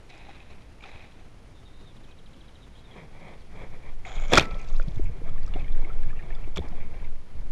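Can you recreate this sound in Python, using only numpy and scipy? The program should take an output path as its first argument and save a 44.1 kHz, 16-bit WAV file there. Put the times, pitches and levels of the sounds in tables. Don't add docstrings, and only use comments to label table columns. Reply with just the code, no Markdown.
import sys
import numpy as np
from scipy import signal
from scipy.io import wavfile
from scipy.ndimage import uniform_filter1d

SR = 44100
rng = np.random.default_rng(int(sys.argv[2]) if len(sys.argv) > 2 else 0)


def invert_db(x):
    u = np.asarray(x, float) / 20
    return 10 ** u


def to_wav(sig):
    pcm = np.clip(np.atleast_2d(sig), -1, 1) * 32767
    pcm = np.round(pcm).astype(np.int16)
    wavfile.write(sys.argv[1], SR, pcm.T)


N = 331499

# hz, level_db_per_hz
AIR_COLOUR = [(12, -26), (20, -17), (42, -2), (373, -19), (464, -20.5), (1680, -30.5), (2210, -30.5),
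              (3060, -34), (6770, -42.5), (8430, -47.5), (9930, -49.5), (11100, -52.5), (13800, -58)]
AIR_DB = -52
# hz, level_db
WHINE = [(9652, -83)]

# time_s, effort_db
EFFORT = [(0.0, -19), (2.6, -23.5), (3.5, -14), (4.1, -9), (4.45, -7.5), (4.9, -3), (5.55, 0.5), (6.05, -1),
          (6.3, -2), (7.05, -3.5), (7.27, -15.5), (7.38, -4.5), (7.52, -4)]
IDLE_DB, IDLE_HZ, IDLE_WANDER = -24.5, 12, 0.1996
# dip_s, peak_db, swing_hz
LURCHES = [(3.739, -27.5, 11), (3.952, -21, 10.6), (4.22, -16, 17), (4.35, -23, 12.7), (4.558, -27.5, 27.4),
           (4.773, -10.5, 15.5), (5.011, -15.5, 10), (5.283, -23.5, 15.3), (5.39, -14.5, 10.3),
           (5.582, -12, 14.1), (5.77, -11, 13.3), (6.025, -12.5, 11.4), (6.204, -24, 9.5),
           (6.351, -20, 13.4), (6.489, -18, 9), (6.752, -22.5, 8.1), (7.102, -19, 10.6),
           (7.452, -20.5, 8.1)]
LURCH_CYCLES = 1
# hz, level_db_per_hz
RUMBLE_COLOUR = [(14, -55.5), (24, -6), (31, 3.5), (43, -9), (59, -11), (171, -25.5), (227, -40),
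                 (400, -38), (520, -79), (880, -120)]
RUMBLE_DB = -36
# peak_s, level_db, length_s
JOLTS = [(3.59, -41, 0.067), (4.22, -35, 0.048), (4.36, -30, 0.03), (4.53, -33, 0.017), (4.98, -48, .03),
         (5.04, -27.5, 0.039), (5.6, -35, 0.057), (6.06, -32, 0.068), (6.46, -31.5, 0.018),
         (6.6, -26, 0.017), (7.37, -40, 0.034)]

# peak_s, level_db, length_s
FISH = [
    (0.098, -57.5, 0.35),
    (0.29, -55, 0.016),
    (0.5, -60.5, 0.04),
    (0.825, -54.5, .2),
    (1.19, -63, 0.025),
]
# hz, level_db_per_hz
FISH_COLOUR = [(180, -44), (300, -2), (574, -4.5), (781, 0), (1220, -9.5), (1340, -11), (2520, -1),
               (2900, -13.5), (3950, -8), (4400, -23), (5130, -25), (12000, -49), (15600, -72),
               (22000, -120)]
# time_s, level_db
PATTER = [
    (4.41, -51),
    (4.47, -68),
    (4.62, -66),
    (4.75, -64),
    (4.85, -76),
    (5.0, -69),
]
# start_s, # peak_db, pitch_hz
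DRIPS = [(0.125, -48, 2470), (0.288, -39.5, 812), (0.405, -43, 2552), (0.503, -48.5, 716),
         (0.809, -43, 2370), (0.84, -35, 2490), (0.856, -40, 794), (1.008, -43, 2520), (4.456, -34, 2000),
         (4.553, -38.5, 603), (4.705, -47, 1160), (4.738, -45, 1320), (4.82, -45, 525), (4.821, -41, 2460),
         (4.882, -44, 584), (5.1, -42.5, 470), (5.16, -41.5, 396), (5.219, -39.5, 480), (5.0, -43.5, 595),
         (5.289, -41, 1270), (5.363, -43, 1170), (5.381, -43, 1790), (5.478, -41, 1286), (5.54, -35, 2860),
         (5.563, -32.5, 770), (5.646, -39.5, 2200), (5.683, -40.5, 2400), (5.849, -34, 2220),
         (5.903, -45.5, 1350), (6.034, -42, 1680), (6.106, -38, 1740), (6.132, -42, 1270),
         (6.193, -40.5, 2440), (6.226, -42.5, 2240), (6.306, -37.5, 1810), (6.328, -41, 2250),
         (6.352, -42, 3500), (6.728, -39, 724)]
# start_s, peak_db, centre_hz
TICKS = [(0.101, -43, 3900), (0.178, -53, 5170), (0.509, -53, 4130), (0.621, -52, 3160), (0.859, -47, 3780),
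         (1.123, -50, 3300), (4.471, -57, 4970), (4.51, -41, 3400), (4.545, -38, 3330), (4.602, -53, 4760),
         (4.615, -48, 6400), (4.648, -47, 3500), (4.687, -46, 4600), (4.701, -45, 3630),
         (4.765, -41.5, 3930), (4.827, -49, 4930), (4.883, -43, 3369), (4.96, -46, 3410),
         (5.294, -47, 3360), (5.433, -44.5, 4630), (5.464, -45.5, 5600), (5.479, -48, 4909),
         (5.598, -44, 3520), (5.819, -48.5, 4040), (5.932, -48, 3380), (6.686, -47, 5000),
         (7.046, -47.5, 3630),
         (4.4404, -44, 3400), (4.444, -46, 5000), (4.4554, -43, 4800), (4.586, -53, 5100),
           (4.595, -49, 5800), (4.6294, -50, 4600), (4.6764, -53, 5200), (4.688, -54, 7000),
           (4.6944, -54, 6500), (4.7264, -53, 6500), (4.7324, -54, 6000), (4.739, -53, 6500),
           (4.749, -56, 6300), (4.7586, -46, 3670), (4.79, -59, 7000), (4.813, -49, 4500),
           (4.8884, -51, 3600), (4.9104, -56, 6000), (4.9182, -49, 3400), (4.9457, -55, 6000),
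           (4.959, -53, 6700), (5.0439, -52, 6900), (5.6216, -48, 3100), (6.0314, -48, 3470),
           (6.626, -48, 3390), (6.7251, -50, 3000)]
# start_s, level_db,
# centre_hz, length_s
SPURTS = [(4.049, -36, 2160, .008), (4.057, -43.5, 760, .015), (4.066, -56, 3800, .015),
          (4.09, -50.5, 3300, .012), (4.09, -64, 6900, .012), (4.094, -58, 2280, .012),
          (4.107, -45.5, 770, .03), (4.149, -55, 6650, .016), (4.152, -50.5, 3700, .012),
          (4.163, -41, 520, .014), (4.176, -50, 3300, .008), (4.178, -46.5, 2330, .015),
          (4.21, -58.5, 6800, .02), (4.218, -43.5, 554, .015), (4.228, -46.5, 2250, .012),
          (4.279, -53, 5960, .008), (4.301, -53, 5900, .015), (4.374, -24.5, 5580, 0.013),
          (4.372, -24, 4200, .014), (4.375, -36, 7700, .007), (4.417, -39, 2300, .022),
          (4.506, -47.5, 2360, .02), (4.589, -50.5, 2330, .035), (6.17, -57.5, 2680, .02),
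          (6.617, -50, 816, .04), (0.099, -52, 3900, .006), (0.1, -52, 2300, .012),
          (0.836, -48, 3400, .006), (0.837, -48, 1400, .008), (4.422, -58, 11000, .004),
          (4.98, -53, 2100, .012), (5.05, -52, 2300, .03), (5.537, -47, 3550, .006), (5.59, -51, 2400, .03),
          (5.678, -50, 1900, .006), (5.72, -54, 3600, .01), (5.9, -50, 1300, .02), (6.031, -50, 2300, .008),
          (6.09, -51, 2400, .015), (6.19, -52, 1800, .025), (6.44, -51, 2350, .01), (6.475, -46, 650, .006),
          (6.572, -56, 11500, .004), (6.8, -53, 2200, .05), (7.04, -54, 2250, .03)]

# start_s, length_s, start_hz, end_hz, level_db
NOTES = [(1.548, 0.064, 3650, 3540, -56), (1.646, 0.059, 3800, 3600, -58), (1.68, 0.2, 3640, 3720, -63.5),
         (1.673, 0.19, 3950, 4100, -69), (1.854, 0.064, 3800, 3440, -55), (2.065, 0.075, 2600, 2480, -55.5),
         (2.13, .035, 2470, 2570, -60), (2.366, .03, 3300, 3350, -67), (2.433, 0.033, 3280, 3450, -65),
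         (2.526, .025, 3330, 3400, -67), (2.607, 0.056, 3950, 3460, -57.5), (2.721, 0.034, 3540, 4100, -65),
         (2.749, 0.033, 3150, 3520, -55), (2.775, 0.054, 3250, 3300, -63), (2.778, .035, 3500, 3520, -60),
         (2.765, 0.045, 3900, 4100, -60.5), (2.835, 0.057, 3780, 3520, -59),
         (2.904, 0.0274, 3480, 3190, -54.5), (2.93, .07, 3230, 3250, -62.5),
         (2.928, 0.018, 3930, 3990, -59), (3.328, 0.016, 3050, 3780, -59), (3.4, .012, 4600, 4500, -57),
         (3.406, .012, 4050, 3950, -62), (3.413, 0.013, 3700, 3120, -57)]
# centre_hz, width_hz, gain_db
BIRD_LIFT = [(3250, 290, -3), (3890, 420, -1)]
TRILL_S, TRILL_GAP_S, TRILL_DB, TRILL_ENDS_DB = 1.964, .0736, -49.5, -2.5
BUZZ_FALLING, BUZZ_RISING, BUZZ_TRILL = .45, .55, .22

# peak_s, level_db, length_s
STROKES = [
    (3.0, -49.5, 0.063),
    (3.28, -47.5, 0.078),
    (3.62, -47, 0.055),
    (3.75, -52, 0.025),
    (3.88, -50.5, 0.036),
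]
# peak_s, level_db, length_s
SLOSHES = [
    (4.46, -45, 0.12),
    (4.65, -53, 0.34),
    (5.27, -48, 0.037),
    (5.575, -46.5, 0.086),
    (5.83, -51.5, 0.19),
    (6.3, -52.5, 0.22),
    (6.575, -36, 0.016),
    (6.65, -48.5, 0.058),
    (6.79, -50.5, 0.1),
    (6.98, -53, 0.099),
]
# hz, level_db_per_hz
WADE_COLOUR = [(59, -58), (100, -9.5), (160, -1.5), (292, -18.5), (426, -9), (793, -13.5), (1290, -20.5),
               (1400, -28), (2360, -16), (2850, -42), (3260, -25.5), (4660, -42.5), (9000, -52.5),
               (11700, -73.5), (19800, -120)]
WASH_DB, WASH_FROM_S = -54.5, 2.7

# time_s, level_db
RIP = [
    (4.053, -44),
    (4.12, -46),
    (4.143, -47.5),
    (4.18, -47),
    (4.2, -47),
    (4.23, -46.5),
    (4.275, -51.5),
    (4.31, -38.5),
    (4.33, -38),
]
# hz, level_db_per_hz
RIP_COLOUR = [(200, -29), (400, -3), (770, 3), (950, -4), (1310, -2.5), (1900, -9.5), (2250, 4.5),
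              (2750, -15.5), (3300, -5), (4400, -22), (6200, -22), (6900, -10), (7400, -23), (8300, -30),
              (9000, -50)]
# peak_s, peak_db,
# pitch_hz
KNOCKS = [(4.17, -38, 150), (4.212, -46, 45), (4.3, -32.5, 190), (4.359, -28, 150), (4.47, -33, 200),
          (4.54, -32.5, 147), (4.335, -17, 260), (4.378, -12, 330), (4.387, -27, 404), (4.883, -22.5, 149),
          (4.975, -23.5, 111), (4.998, -23, 323), (5.099, -26.5, 117), (5.186, -37, 127),
          (5.219, -35.5, 310), (5.264, -38, 139.1), (5.56, -27.5, 318), (5.631, -30.5, 141),
          (5.767, -36, 426), (5.837, -32, 121), (6.071, -31, 107), (6.478, -32.5, 335), (6.585, -31, 191),
          (6.59, -21, 390), (6.596, -30, 200), (6.645, -37, 230), (6.66, -41, 260), (6.72, -32, 165),
          (6.8, -47, 240), (6.851, -40, 210), (6.872, -40, 219)]
# start_s, peak_db, wall_hz, crack_db
SPRAY = [(4.316, -27, 3400, -9.5), (4.321, -14, 596, -14.5), (4.3269, -10.5, 514, -19),
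         (4.3326, -5.5, 400, -30), (4.3347, -7, 3480, -4.5), (4.3365, -6, 2450, -22),
         (4.346, -11, 3390, -12.5), (4.349, -11, 626, -27), (4.3549, -14.5, 2460, 2),
         (4.361, -18.5, 616, -21.5), (4.3627, -14, 3400, -9), (4.3672, -24, 4500, 2),
         (4.3722, -11, 3300, -6), (4.3744, 3.5, 1320, -18), (4.378, 0, 1370, -8), (4.3823, -22, 1260, -8),
         (4.382, -2, 2385, -5.5), (4.396, -8, 2510, -6.5), (4.4071, -16, 3220, -18),
         (4.411, -23, 1010, -6.5), (4.4245, -35, 5430, 0), (4.798, -22.5, 1420, -24),
         (4.799, -26, 544, -34), (6.56, -29, 3300, -9), (6.5632, -30, 3320, -1), (6.569, -30.5, 1210, -18),
         (6.573, -30, 2610, -2), (6.5713, -27, 1080, -3.5), (6.58, -21.5, 3390, -19),
         (6.593, -34, 3500, -25)]
# hz, level_db, t60_s
HOUSING = [(690, -7, .012), (1370, -10, .018), (2380, -8, .014), (3450, -6, .016), (6900, -14, .008)]
WALL_T60_S, WALL_DAMPING = 0.015, 0.13
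# time_s, level_db
SHEET = [
    (4.322, -26),
    (4.336, -16.5),
    (4.35, -25.5),
    (4.37, -24),
    (4.384, -11.5),
    (4.392, -30.5),
    (4.412, -29),
    (4.44, -38.5),
    (4.49, -59),
]
# hz, level_db_per_hz
SHEET_COLOUR = [(35, -37.5), (60, 5.5), (246, -2), (654, -1.5), (1130, -7), (1390, -11), (1700, -8),
                (2390, -8.5), (3000, -18), (3520, -14.5), (7810, -34.5), (12300, -39.5), (13800, -44)]
MOUNT_HZ, MOUNT_DB, MOUNT_S = 1320, -38.5, 4.376
MOUNT_T60_S, MOUNT_STOP_S = .85, 4.74
EDGE_HZ = 13650


def evened(x):
    return x / np.sqrt(np.mean(x ** 2) + 1e-20)


def add(mix, s, sound):
    part = mix[max(round(s * SR), 0):][:len(sound)]
    part += sound[:len(part)]


def curve(rows):
    return np.interp(np.arange(N) / SR, *np.transpose(rows))


def level(rows):
    t = np.arange(N) / SR
    to_edge_s = np.minimum(t - rows[0][0], rows[-1][0] - t)
    return invert_db(curve(rows)) * np.clip(to_edge_s / 0.003 + 1, 0, 1)


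def swells(rows, rise, fall):
    t, power = np.arange(0, N + 32, 32) / SR, 0.
    for s, db, length_s in rows:
        u = (t - s) / (length_s * np.where(t < s, rise, fall))
        power = power + invert_db(db) ** 2 * np.exp(-2 * u ** 2)
    return np.interp(np.arange(N) / SR, t, np.sqrt(power))


def bandpass(x, order, low_hz, high_hz):
    return signal.lfilter(*signal.butter(order, [low_hz, high_hz], "band", fs=SR), x)


def coloured(x, colour):
    hz, (f, db) = np.abs(np.fft.fftfreq(8192, 1 / SR)), np.transpose(colour)
    gain_db = np.maximum(np.interp(np.log(hz + 1), np.log(f + 1), db), -100)
    log_gain = np.log(invert_db(gain_db))
    response = np.exp(log_gain - 1j * signal.hilbert(log_gain).imag)
    taps = np.fft.ifft(response).real[:4096]
    return evened(signal.oaconvolve(x, taps)[:N])


def water(per_s, spread_db, share, gust_db):
    flicker = evened(uniform_filter1d(uniform_filter1d(rng.standard_normal(N), 500), 500))
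    hiss = rng.standard_normal(N) * invert_db(gust_db * flicker)
    hits = rng.random(N) < per_s / SR
    size = invert_db(spread_db * np.minimum(rng.exponential(1, N), 4)) * hits
    puffs = signal.lfilter([1], [1, -np.exp(-1 / 45)], size) * rng.standard_normal(N)
    share = np.clip(share, 0, 1)
    return (1 - share) * evened(hiss) + share * evened(puffs)


def ring(hz, t60_s, rise=0., soft_s=.0003):
    t = np.arange(int(t60_s * SR) + 40) / SR
    envelope = invert_db(-60 * t / t60_s) * (1 - np.exp(-t / soft_s))
    return envelope * np.sin(2 * np.pi * hz * (t + rise * t ** 2 / t60_s))


def air():
    t = np.arange(N) / SR
    whine = sum(invert_db(db) * np.sqrt(2) * np.sin(2 * np.pi * hz * t) for hz, db in WHINE)
    whine = whine * (1 + 0.26 * evened(uniform_filter1d(rng.standard_normal(N), 300)))
    return invert_db(AIR_DB) * coloured(water(300, 3., 0.093, 0.94), AIR_COLOUR) + whine


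def rocking():
    noise = rng.standard_normal((N, 2))
    wander = evened(uniform_filter1d(uniform_filter1d(noise, 5000, 0), 5000, 0)).T
    phase = 2 * np.pi * np.cumsum(IDLE_HZ * (1 + IDLE_WANDER * wander[0])) / SR
    swing = invert_db(IDLE_DB + 3.8 * wander[1]) * invert_db(curve(EFFORT)) * np.cos(phase)
    for s, db, hz in LURCHES:
        t = np.arange(-2.5 / hz, 2.5 / hz, 1 / SR)
        phase = 2 * np.pi * hz * t
        shape = np.cos(phase) - 0.073 * np.cos(2 * phase + 0.42)
        add(swing, s + t[0], -invert_db(db) * np.exp(-(t * hz / LURCH_CYCLES) ** 2) * shape)
    return swing


def strap_rumble():
    rumble = coloured(water(40, 4., .1, 3.), RUMBLE_COLOUR)
    steady = invert_db(RUMBLE_DB) * invert_db(curve(EFFORT))
    return np.hypot(steady, swells(JOLTS, rise=0.92, fall=1.06)) * rumble


def fish():
    gain = invert_db(3.5) * swells(FISH, rise=.015, fall=1.3)
    return gain * coloured(water(600, 4.5, .42, 1.5), FISH_COLOUR)


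def patter():
    bright = evened(bandpass(water(600, 3., .6, 2.5), 4, 2200, 7000))
    return (level(PATTER) + invert_db(-15) * swells(FISH, rise=0.07, fall=0.77)) * bright


def spurts():
    out, hiss = np.zeros(N), rng.standard_normal((len(SPURTS), 4000))
    t = np.arange(4000) / SR
    for (s, db, hz, length_s), noise in zip(SPURTS, hiss):
        wall = signal.iirpeak(hz, 5.5, fs=SR)
        band = evened(signal.lfilter(*wall, signal.lfilter(*wall, noise)))
        add(out, s, invert_db(db) * band * (1 - np.exp(-t / .0015)) * np.exp(-(t / length_s) ** 2))
    return out


def taps():
    drops = TICKS
    out = np.zeros(N)
    puffs = rng.standard_normal((len(drops), 300)) * signal.windows.hann(300) ** 6
    for (s, db, hz), puff in zip(drops, puffs):
        wide = bandpass(puff, 4, .62 * hz, min(1.5 * hz, 7900))
        tone = ring(hz, .012, soft_s=.0005)[:300]
        add(out, s - .002, invert_db(db + 3.5) * (.75 * wide + .7 * tone))
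    return out


def drips():
    out = np.zeros(N)
    for s, db, hz in DRIPS:
        bubble = ring(.97 * hz, 30 / hz + 0.019, rise=0.071, soft_s=0.00097)
        add(out, s - .002, invert_db(db - 1.0) * bubble)
        add(out, s - .002, invert_db(db - 4) * ring(hz * rng.uniform(1.0, 1.39), 0.011))
    return out


def trill():
    place = np.arange(10)
    chip_db = TRILL_DB + TRILL_ENDS_DB * (place / 4.5 - 1) ** 4
    return [(TRILL_S + TRILL_GAP_S * k, .03, 4300, 2780, db) for k, db in zip(place, chip_db)]


def birds():
    out = np.zeros(N)
    flutter = evened(uniform_filter1d(rng.standard_normal(N), 80))
    for s, length_s, start_hz, end_hz, db in NOTES + trill():
        if end_hz > start_hz:
            buzz = BUZZ_RISING
        else:
            buzz = BUZZ_FALLING if end_hz > 3000 else BUZZ_TRILL
        bend = 3.0 if end_hz < 3000 else 1.4
        fade = 1.6 if start_hz - end_hz > 1200 else 0.
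        u = np.linspace(0, 1, int(length_s * SR))
        glide_hz = end_hz + (start_hz - end_hz) * (1 - u) ** bend
        shake = 1 - buzz + buzz * flutter[int(s * SR):][:len(u)]
        envelope = np.sin(np.pi * u) ** .5 * (1 - u) ** fade
        add(out, s, invert_db(db) * shake * envelope * np.sin(2 * np.pi * np.cumsum(glide_hz) / SR))
    lifted = .3 * out
    for hz, width_hz, db in BIRD_LIFT:
        lifted = lifted + invert_db(db) * signal.lfilter(*signal.iirpeak(hz, hz / width_hz, fs=SR), out)
    echo = rng.standard_normal(12000) * invert_db(-60 * np.arange(12000) / SR / 1.1)
    return lifted + invert_db(-8.0) * signal.oaconvolve(lifted, echo / np.linalg.norm(echo))[:N]


def gurgle(per_s):
    out = np.zeros(N)
    for hz in np.geomspace(280, 2500, 14):
        hits = rng.random(N) < per_s / SR
        size = invert_db(4.7 * np.minimum(rng.exponential(1, N), 2.5)) * hits
        bubble = ring(hz, 18 / hz + 0.019, rise=0.17, soft_s=0.0042)
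        out += signal.oaconvolve(size, bubble)[:N] * (500 / hz) ** -0.1
    return evened(out)


def wading():
    slosh = coloured(water(500, 2.7, 0.38, 1.7), WADE_COLOUR)
    begun = np.clip((np.arange(N) / SR - WASH_FROM_S) / .02, 0, 1)
    wash = invert_db(WASH_DB + 1.2 * curve(EFFORT)) * begun
    legs = np.hypot(wash, swells(SLOSHES, rise=0.65, fall=0.8))
    weave = bandpass(slosh, 2, 1600, 2500)
    cloth = swells(STROKES, rise=1.57, fall=1.0) * (slosh + 0.42 * weave)
    return cloth + legs * slosh + invert_db(-6.0) * legs * gurgle(per_s=14.)


def line_rip():
    return level(RIP) * coloured(water(500, 4., .42, 2.2), RIP_COLOUR)


def knocks():
    out = np.zeros(N)
    for s, db, hz in KNOCKS:
        t = np.arange(-2 / hz, 2 / hz, 1 / SR)
        phase = 2 * np.pi * hz * t
        push = np.cos(phase) + 0.11 * np.cos(2.0 * phase)
        add(out, s + t[0], -invert_db(db - 3.0) * np.exp(-(t * hz / 0.85) ** 2) * push)
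    return out


def spray():
    out, chance = np.zeros(N), rng.standard_normal((len(SPRAY), len(HOUSING)))
    cracks = bandpass(rng.standard_normal((len(SPRAY), 300)), 4, 900, 6800)
    for (s, db, hz, crack_db), luck, crack in zip(SPRAY, chance, cracks):
        add(out, s, invert_db(db - 2.5) * ring(hz, WALL_T60_S * (1000 / hz) ** WALL_DAMPING))
        add(out, s, invert_db(db + crack_db) * crack * np.exp(-np.arange(300) / 70))
        for (mode_hz, mode_db, mode_t60_s), u in zip(HOUSING, luck):
            mode = ring(mode_hz * (1 + 0.024 * u), mode_t60_s)
            add(out, s, invert_db(db + crack_db + mode_db + 2.0 * u) * mode)
    return out


def spray_sheet():
    return level(SHEET) * coloured(water(2500, 3.5, .55, 1.5), SHEET_COLOUR)


def mount():
    out = np.zeros(N)
    t = np.arange(int(MOUNT_T60_S * SR) + 40) / SR
    damped = np.clip((MOUNT_STOP_S - MOUNT_S - t) / .1, .22, 1)
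    tone = ring(MOUNT_HZ, MOUNT_T60_S) + .15 * ring(MOUNT_HZ + 11, MOUNT_T60_S)
    add(out, MOUNT_S, invert_db(MOUNT_DB) * damped * tone)
    return out


def scene():
    setting = air() + rocking() + strap_rumble() + birds()
    far_fish = fish() + patter()
    drops = spurts() + taps() + drips()
    angler = wading() + line_rip() + knocks()
    housing = spray() + spray_sheet() + mount()
    return (setting + far_fish + drops + angler + housing)[None]


def band_limit(x):
    return signal.sosfilt(signal.butter(12, 13940, fs=SR, output="sos"), x)


def record(dry):
    held = 0.99 * np.tanh(dry / 0.83)
    edged = signal.sosfilt(signal.ellip(8, .3, 45, EDGE_HZ, fs=SR, output="sos"), held)
    return band_limit(edged)


dry = scene()
out = record(dry)
to_wav(out)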